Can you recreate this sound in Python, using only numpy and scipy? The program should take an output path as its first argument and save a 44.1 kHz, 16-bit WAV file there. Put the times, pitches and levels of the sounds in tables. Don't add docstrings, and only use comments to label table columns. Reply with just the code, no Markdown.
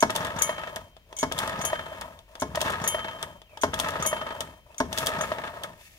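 import sys
import numpy as np
from scipy import signal
from scipy.fft import rfft, irfft
from scipy.io import wavfile
from scipy.ndimage import uniform_filter1d

SR = 44100
rng = np.random.default_rng(int(sys.argv[2]) if len(sys.argv) > 2 else 0)


def put_to_file(sound):
    columns = np.atleast_2d(sound).T
    safe = np.clip(columns, -1, 1)
    whole_steps = np.round(safe * 32767)
    wavfile.write(sys.argv[1], SR, whole_steps.astype(np.int16))


N = 263714
TIME = np.arange(N) / SR

# (frequency [Hz], level [dB])
GARDEN_SPECTRUM = [(20, -12.5), (50, 3.5), (110, -4), (250, -18), (600, -18), (1200, -26), (2500, -20.5),
                   (5000, -30.5), (9000, -40), (15000, -33.5)]
# (time [s], pitch [Hz], level [dB])
BIRD_CALLS = [
    [(3.42, 3500, -76), (3.45, 3250, -69), (3.48, 2739, -62), (3.515, 2470, -55), (3.57, 2281, -59)],
    [(4.67, 2480, -93), (4.70, 2516, -68.5), (4.725, 2650, -56), (4.745, 2680, -70)],
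]

# (frequency [Hz], likeness [0-1])
PORT_LIKENESS = [(25, .7), (100, 1), (500, 1), (1000, 0.75), (2000, 0.66), (5000, 0.11), (15000, 0.13)]
# (frequency [Hz], level difference [dB])
PORT_LEAN = [(60, 2.9), (400, 1.8), (1200, 3.5), (2400, 2.44), (4400, 1.35), (8000, 1.7), (10600, 7.4),
             (12000, 3.6), (14000, 10.6)]
LEFT_LEAD_MS = .17
BAND_EDGE_HZ = 15800

# (frequency [Hz], width [Hz], lift [dB], left-right difference [dB])
HOUSING_RESONANCES = [(638, 54, 12.5, -1), (893, 132, 14, -3.5), (1047, 82, 6, 1.5), (1257, 123, 15, -1.5),
                      (1645, 108, 6.5, 7), (1822, 260, 11.5, -6.5), (2194, 116, 7.5, -2),
                      (2637, 54, 4.5, 9), (3538, 165, 1.5, 13)]
# (frequency [Hz], level [dB])
RATTLE_SPECTRUM = [(60, -30.5), (200, 0.5), (330, -3.5), (500, 3.5), (770, -4), (1400, -1), (2200, -6),
                   (3200, -3.5), (4500, -14), (9000, -24.5), (16000, -60.5)]
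# (frequency [Hz], level [dB])
DRONE_SPECTRUM = [(200, -21.5), (480, -14.5), (620, 2), (690, -2), (780, -20.5), (920, -2), (1150, -12.5),
                  (2500, -41)]
# (frequency [Hz], level [dB])
HISS_SPECTRUM = [(800, -26.5), (2500, 2), (4000, -4.5), (6500, -3), (8500, -7), (11000, -6), (15000, -11.5)]
# (frequency [Hz], level [dB])
RUMBLE_SPECTRUM = [(18, -21.5), (35, -20), (50, -3.5), (80, 3), (115, -3), (165, 0), (230, -5.5),
                   (330, -12), (700, -36), (2000, -65)]
# (frequency [Hz], level [dB])
CLICK_SPECTRUM = [(100, -24), (500, 3), (1200, -8.5), (2400, -8), (3300, 11), (4000, -1.5), (6000, -0.5),
                  (8000, -2.5), (11000, -6), (15000, -15.5)]
# (frequency [Hz], level [dB])
CRACK_SPECTRUM = [(100, -18.5), (400, 2), (1100, 9), (2000, -2), (2500, -10), (3300, -3.5), (4300, -11),
                  (5800, -4), (8000, -15.5), (15000, -28.5)]
# (frequency [Hz], level [dB])
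SHUDDER_SPECTRUM = [(40, -16), (80, -2), (180, -8.5), (250, 6), (330, -6), (480, 0.5), (800, -34.5),
                    (2000, -58)]

# (time [s], level [dB], metallic crack against the body [dB], hardness as mode tilt [dB per octave])
PAWL_CATCHES = [(.025, -7, -8, 1), (1.2289, -12, -8.5, -0.5), (2.4202, -14.5, -10, -2),
                (3.634, -11.5, -6.5, -1), (4.802, -12, -10, -1)]
# (time [s], level [dB])
REEL_KNOCKS = [(0.492, -15), (1.73, -15), (2.573, -16), (2.945, -16), (4.128, -14), (5.21, -19.5),
               (5.317, -14.5)]
# (time [s], level [dB], treble tilt [dB per octave])
FURTHER_CLICKS = [(0.9665, -39.5, -5.5), (1.1273, -32.5, -5.5), (2.1901, -38, -3.5), (2.3534, -29.5, -5),
                  (3.417, -37.5, -4.5), (3.573, -27.5, -5), (4.745, -41, -2), (4.976, -19, -1),
                  (5.0614, -19, 3), (5.0688, -11.5, 2)]
# (time [s], level [dB], gain of the long note [dB], gain of modes above 9 kHz [dB])
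STEEL_STRIKES = [(.4197, -18.5, -8.5, -3.5), (1.1663, -35, -4, -14), (1.1874, -26.5, -26, -11),
                 (1.6499, -25.5, -.5, 0), (2.4101, -36, -13, -3.5), (2.8756, -24.5, 4, 5),
                 (3.6195, -31.5, -6.5, -8), (4.0616, -23.5, -1.5, 2)]
# (time [s], level [dB])
ROPE_SLIDE = [(5.75, -84), (5.8, -58), (5.87, -53.5), (5.9, -61.5), (5.98, -59)]

STEEL_NOTE_HZ = 3128.0
# (frequency [Hz], level [dB], t60 [s], phase lead of the left port [rad])
STEEL_MODES = [(2205, -14, 0.5, -0.5), (STEEL_NOTE_HZ, -5, 1.01, -1.5), (6204.5, -3, 0.18, 2.5),
               (6278, 3, 0.0943, 2.5), (6666, -0.5, 0.0867, -2), (6697, -0.5, 0.18, 2.1),
               (6777, -6.5, 0.19, 1), (6996.5, -9, 0.09, -2.5), (8239, -7.5, .1, -4.5),
               (8615.5, -8.5, 0.15, 0.5), (8771, -11.5, 0.06, 2), (10446, -9.5, 0.28, -1.5),
               (10548.5, -1, 0.2259, 0.74), (10605, -3, 0.13, 3.5), (13397.5, -3, .1, -1.5),
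               (13427, -8, 0.23, 3.5), (13630, -10.5, 0.05, 2.5), (15130, -11, -0.05, -1)]
# (frequency [Hz], level [dB], t60 [s])
MOTOR_MODES = [(113, -28, 0.079), (268.6, -5.5, 0.12), (418.6, -12.5, 0.16), (542, -17.5, 0.076),
               (615, -3.5, 0.082), (676, -6.5, 0.11), (874, -15, 0.18), (922, 0.5, 0.054),
               (1052, -4.5, 0.085), (1130, -16, 0.02), (1543, -13.5, 0.071), (1700, -9, 0.066),
               (2180, -13.5, 0.1)]
# (frequency [Hz], level [dB], t60 [s])
REEL_MODES = [(560, -13, 0.02), (625, 3.5, 0.041), (700, -16.5, 0.085), (965, -3, 0.033), (1260, -6, 0.019),
              (1850, -3.5, 0.028)]

# (engine breaks free [s], flywheel whips round [s], coasting reel first bumps [s],
# engine rocks back [s], reel stops [s], effort [dB], jolt on breaking free [dB], yank on the rope [dB],
# rock-back click [dB], rock-back shudder [dB])
PULL_ROWS = [(.096, 0.1612, 0.58, 0.76, 0.92, -.6, -16.5, -56, -23, -54),
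             (1.3143, 1.3883, 1.7, 2.0117, 2.26, -0.87, -21, -54, -25.5, -54),
             (2.548, 2.6147, 2.99, 3.2273, 3.43, 0.25, -18, -52.5, -20, -49.5),
             (3.733, 3.799, 4.213, 4.4059, 4.632, 0.5, -19.5, -55, -16.5, -47),
             (4.92, 4.9842, 5.383, 5.6351, 5.85, 0.3, -31.5, -45, -22.5, -53)]
# (time from the whip [s], level [dB], treble tilt [dB per octave])
GEAR_CLICKS = [(-.0085, -21.5, -0.5), (0, -12.5, 0.7), (.087, -23.5, 1.5), (.107, -29, 1)]
# (time from the whip [s], level [dB])
GEAR_BUMPS = [(.044, -21.5), (.087, -22), (.14, -28), (.224, -20.5), (.252, -21)]
# (time from the whip [s], level [dB])
CYLINDER_PUFFS = [(.0425, -24.5), (.2, -22.5)]

GRAZE_LEAD_S, GRAZE_CATCH_DB = 0.021, -20.5
GRAZE_STROKE_S, GRAZE_STROKE_DB = .2255, -30.5
GRAZE_NOTE_DB, GRAZE_TOP_DB = -17, -12.5
RATTLE_DB, RATTLE_POWER = -37, 1.88
ROPE_DB, ROPE_POWER = -58, 0.71
RUMBLE_DB, RUMBLE_POWER = -40.5, 1.25
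YANK_S, YANK_WIDTH_S = 0.024, 0.042
RUN_OUT_S, RUN_OUT_WIDTH_S, RUN_OUT_DB = 0.29, 0.041, -55.5
ROCK_TILT_DB, ROCK_BUMP_S, ROCK_BUMP_DB = 0.5, .004, -24.5
ROCK_SHUDDER_S, ROCK_WIDTH_S = .05, 0.058
FREE_CLICK_S, FREE_CLICK_DB, FREE_TILT_DB = .008, -18, -1
TAKE_UP_S, SPIN_UP_S, HOLD_S = .14, .07, 0.16
IDLE_SPEED, CREEP_SPEED, STRAIN_SPEED, ROCK_SPEED = 0.03, 0.1, 0.34, 0.48
WOBBLE_COUNT, WOBBLE_DB, WOBBLE_FADE_DB = 3, -22.5, -0.5
WOBBLE_GAP_S, WOBBLE_POWER = .054, .77


def amp(db):
    return 10 ** (np.asarray(db) / 20)


def unit(x):
    return x / np.sqrt(np.mean(x ** 2) + 1e-20)


def read(points, hz):
    f, value = np.transpose(points)
    return np.interp(np.log(hz + 1), np.log(f), value)


def add(mix, s, sound):
    part = mix[:, max(round(s * SR), 0):][:, :sound.shape[1]]
    part += sound[:, :part.shape[1]]


def ticks(seconds):
    return np.arange(int(seconds * SR)) / SR


def swell(s, width_s):
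    return np.exp(-.5 * ((TIME - s) / width_s) ** 2)


def colour(x, db_of_hz):
    size = 4096
    cepstrum = irfft(np.log(amp(db_of_hz(np.fft.rfftfreq(size, 1 / SR)))))
    cepstrum[1:size // 2] *= 2
    cepstrum[size // 2 + 1:] = 0
    impulse = irfft(np.exp(rfft(cepstrum)))[None, :size // 2]
    return signal.fftconvolve(x, impulse, axes=1)[:, :x.shape[1]]


def noise(spectrum, count=N):
    return unit(colour(rng.standard_normal((2, count)), lambda hz: read(spectrum, hz)))


def ring(modes, t, scatter):
    phase = rng.normal(0, scatter, (len(modes), 2, 1)) * [[0], [1]]
    out = 0
    for k, (hz, db, t60) in enumerate(modes):
        out = out + (-1) ** k * amp(db - 60 * t / t60) * np.sin(2 * np.pi * hz * t + phase[k])
    return out


def burst(t, rise, t60, tail_db, tail_t60):
    return (1 - np.exp(-t / rise)) * (amp(-60 * t / t60) + amp(tail_db - 60 * t / tail_t60))


def ports(x, lead_ms=LEFT_LEAD_MS):
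    hz = np.fft.rfftfreq(N, 1 / SR)
    direct, scattered = rfft(x)
    like = np.clip(read(PORT_LIKENESS, hz), 0, 1)
    lean = amp(read(PORT_LEAN, hz) / 2)
    delay = np.exp(-2j * np.pi * hz * lead_ms / 10 ** 3)
    right = (like * direct + np.sqrt(1 - like ** 2) * scattered) * delay
    return irfft(np.array([direct * lean, right / lean]), N)


def garden():
    return amp(-58.5) * ports(noise(GARDEN_SPECTRUM))


def bird():
    out = np.zeros((2, N))
    for call in BIRD_CALLS:
        s, hz, db = np.transpose(call)
        t = np.arange(s[0], s[-1], 1 / SR)
        blur = unit(uniform_filter1d(rng.standard_normal((2, len(t))), size=300, axis=1))
        whistle = np.sin(2 * np.pi * np.cumsum(np.interp(t, s, hz)) / SR)
        add(out, s[0], amp(np.interp(t, s, db)) * blur * whistle)
    return out


def fence(x, t60=0.35, wet_db=-19):
    t = ticks(.4)
    taps = rng.standard_normal((2, len(t)))
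    taps *= rng.random((2, len(t))) < 2000 / SR
    taps *= (t > .008) * amp(-60 * t / t60)
    return amp(wet_db) * signal.fftconvolve(x, taps / np.linalg.norm(taps[0]), axes=1)[:, :N]


def housing(x, depth):
    def resonances(hz, column):
        return depth * sum(row[column] / (1 + (2 * (hz - row[0]) / row[1]) ** 2) for row in HOUSING_RESONANCES)
    lean_db = resonances(np.fft.rfftfreq(N, 1 / SR), 3)
    lifted = colour(x, lambda hz: resonances(hz, 2))
    return irfft(rfft(lifted) * amp(np.array([lean_db, -lean_db]) / 2), N)


def strokes(pattern):
    return [(whip + s, db + effort_db, *rest)
            for _, whip, _, _, _, effort_db, *_ in PULL_ROWS for s, db, *rest in pattern]


def turning():
    speed, rope, rumble = IDLE_SPEED, 0, 0
    for (catch, *_), pull in zip(PAWL_CATCHES, PULL_ROWS):
        free, whip, _, rock, stop, effort_db, _, yank_db, _, shudder_db = pull
        spin = np.interp(TIME, [catch - TAKE_UP_S, catch, free, free + SPIN_UP_S, whip + HOLD_S, rock, stop],
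                         [CREEP_SPEED, 2 * CREEP_SPEED, STRAIN_SPEED, 1, 1, ROCK_SPEED, 0], left=0)
        speed = speed + spin * amp(effort_db / RATTLE_POWER)
        rope += amp(yank_db) * swell(whip + YANK_S, YANK_WIDTH_S)
        rope += amp(RUN_OUT_DB) * swell(whip + RUN_OUT_S, RUN_OUT_WIDTH_S)
        load = np.interp(TIME, [catch, whip + HOLD_S, stop], [1, 1, 0], left=0)
        rumble += amp(RUMBLE_DB + effort_db) * load ** RUMBLE_POWER
        rumble += amp(shudder_db) * swell(rock + ROCK_SHUDDER_S, ROCK_WIDTH_S)
    return amp(RATTLE_DB) * speed ** RATTLE_POWER, rope + amp(ROPE_DB) * speed ** ROPE_POWER, rumble


def cylinder(rumble, start_hz=230, end_hz=45, sag_s=.012):
    out, t = amp(-3.5) * rumble * noise(RUMBLE_SPECTRUM), ticks(0.048)
    pitch = end_hz + (start_hz - end_hz) * np.exp(-t / sag_s)
    thump = np.sin(2 * np.pi * np.cumsum(pitch) / SR)
    thump *= burst(t, rise=0.0014, t60=0.034, tail_db=-26.5, tail_t60=.16)
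    for s, db in strokes(CYLINDER_PUFFS):
        air = amp(-6) * burst(t, rise=0.0025, t60=0.055, tail_db=-16.5, tail_t60=0.094)
        air = air * noise(CRACK_SPECTRUM, count=len(t))
        add(out, s, amp(db) * (thump + air))
    return ports(out)


def click_list():
    rows = strokes(GEAR_CLICKS) + FURTHER_CLICKS
    for free, _, _, rock, *_, rock_db, _ in PULL_ROWS:
        rows += [(free + FREE_CLICK_S, FREE_CLICK_DB, FREE_TILT_DB), (rock, rock_db, ROCK_TILT_DB)]
    return rows


def clicks():
    out, t = np.zeros((2, N)), ticks(.1)
    for s, db, tilt_db in click_list():
        grain = noise(CLICK_SPECTRUM, count=len(t))
        snap = unit(colour(grain, lambda hz: tilt_db * np.log2(np.maximum(hz, 1000) / 5000)))
        add(out, s, amp(db - 5) * burst(t, rise=0.00016, t60=0.014, tail_db=-11.5, tail_t60=0.091) * snap)
    return housing(ports(out), depth=0.86)


def strike_list():
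    grazes = [(s - GRAZE_LEAD_S, db + GRAZE_CATCH_DB) for s, db, *_ in PAWL_CATCHES]
    grazes += strokes([(GRAZE_STROKE_S, GRAZE_STROKE_DB)])
    return STEEL_STRIKES + [(s, db, GRAZE_NOTE_DB, GRAZE_TOP_DB) for s, db in grazes]


def pings(buzz=0.61, buzz_t60=0.25, damping=0.42, swing=0.23, swing_per_s=9, bloom=0.0098):
    out, t = np.zeros((2, N)), ticks(1.1)
    contact, brief = np.zeros((2, N)), ticks(0.062)
    for s, db, note_db, top_db in strike_list():
        shake = unit(uniform_filter1d(rng.standard_normal((2, len(t))), size=40, axis=1))
        loose = 1 + buzz * amp(-60 * t / buzz_t60) * shake
        loose *= 1 + swing * np.cos(2 * np.pi * swing_per_s * t * rng.uniform(0.64, 1.6))
        for hz, level, t60, lead in STEEL_MODES:
            level += note_db * (hz == STEEL_NOTE_HZ) + top_db * (hz > 9000)
            t60 *= amp(damping * min(db + 23, 0))
            u = t[t < t60]
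            sides = amp(read(PORT_LEAN, hz) * np.array([[.5], [-.5]]))
            envelope = (1 - np.exp(-u / (bloom * t60))) * amp(level - 60 * u / t60)
            mode = envelope * np.sin(2 * np.pi * hz * u - [[0], [lead]])
            add(out, s, amp(db - 4.0) * sides * mode * loose[:, :len(u)])
        touch = burst(brief, rise=0.0022, t60=0.05, tail_db=-20.5, tail_t60=0.074)
        add(contact, s, amp(db - 5) * touch * noise(CLICK_SPECTRUM, count=len(brief)))
    return out + ports(contact)


def bump_list():
    rows = strokes(GEAR_BUMPS)
    for free, _, coast, rock, _, effort_db, jolt_db, *_ in PULL_ROWS:
        rows += [(free, jolt_db), (rock + ROCK_BUMP_S, ROCK_BUMP_DB)]
        for k in range(WOBBLE_COUNT):
            wobble_s = coast + WOBBLE_GAP_S * k ** WOBBLE_POWER
            rows.append((wobble_s, WOBBLE_DB + effort_db + WOBBLE_FADE_DB * k))
    return rows


def chatter(per_s, spread_db, fall, steady):
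    strength = amp(spread_db * np.minimum(rng.exponential(1, N), 3))
    taps = (rng.random(N) < per_s / SR) * strength
    return unit(steady + unit(signal.lfilter([1], [1, -np.exp(-1 / (fall * SR))], taps)))


def reel(rattle, hiss, drone_follow=0.57):
    contacts = chatter(per_s=280, spread_db=5.0, fall=0.0039, steady=0.62)
    out = amp(-3.5) * rattle * contacts * noise(RATTLE_SPECTRUM)
    rope = amp(3.5) * hiss + amp(np.interp(TIME, *np.transpose(ROPE_SLIDE), left=-200))
    out += rope * unit(1.2 + contacts) * noise(HISS_SPECTRUM)
    t = ticks(.08)
    for s, db in bump_list():
        bump = burst(t, rise=0.0011, t60=0.035, tail_db=-13.0, tail_t60=0.16)
        add(out, s, amp(db - 9.5) * bump * noise(RATTLE_SPECTRUM, count=len(t)))
    rub = chatter(per_s=140, spread_db=1.5, fall=0.0065, steady=0.63)
    drone = amp(-18.5) * rattle ** drone_follow * rub * noise(DRONE_SPECTRUM)
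    return housing(ports(out), depth=0.94) + ports(drone)


def blows(second_pawl_s=0.0076, second_pawl_db=-9):
    out, t = np.zeros((2, N)), ticks(.2)
    for s, db, crack_db, tilt_db in PAWL_CATCHES:
        modes = [(hz, level + tilt_db * np.log2(hz / 600), t60) for hz, level, t60 in MOTOR_MODES]
        add(out, s, amp(db - 5.5) * ring(modes, t, scatter=0.93) * (1 - np.exp(-t / 0.00085)))
        shudder = amp(db - 20.5 - 60 * t / 0.29) * (1 - np.exp(-t / 0.0028))
        add(out, s, shudder * noise(SHUDDER_SPECTRUM, count=len(t)))
        for delay, pawl_db in [(0, 0), (second_pawl_s, second_pawl_db)]:
            crack = burst(t, rise=0.000188, t60=0.033, tail_db=-16.5, tail_t60=0.23)
            crack = crack * noise(CRACK_SPECTRUM, count=len(t))
            add(out, s + delay, amp(db + crack_db + pawl_db + 2) * crack)
    for s, db in REEL_KNOCKS:
        add(out, s, amp(db - 3.5) * ring(REEL_MODES, t, scatter=0.43) * (1 - np.exp(-t / 0.00074)))
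        rattle = burst(t, rise=0.00094, t60=0.049, tail_db=-14.5, tail_t60=0.069)
        add(out, s, amp(db - 15) * rattle * noise(RATTLE_SPECTRUM, count=len(t)))
    return ports(out)


def scene():
    rattle, rope, rumble = turning()
    motor = cylinder(rumble) + clicks() + pings() + reel(rattle, rope) + blows()
    return garden() + bird() + fence(motor) + motor


def record(dry):
    lowpass = signal.firwin(255, BAND_EDGE_HZ, window=("kaiser", 9), fs=SR)
    return signal.oaconvolve(dry, lowpass[None], "same")


dry = scene()
out = record(dry)
put_to_file(out)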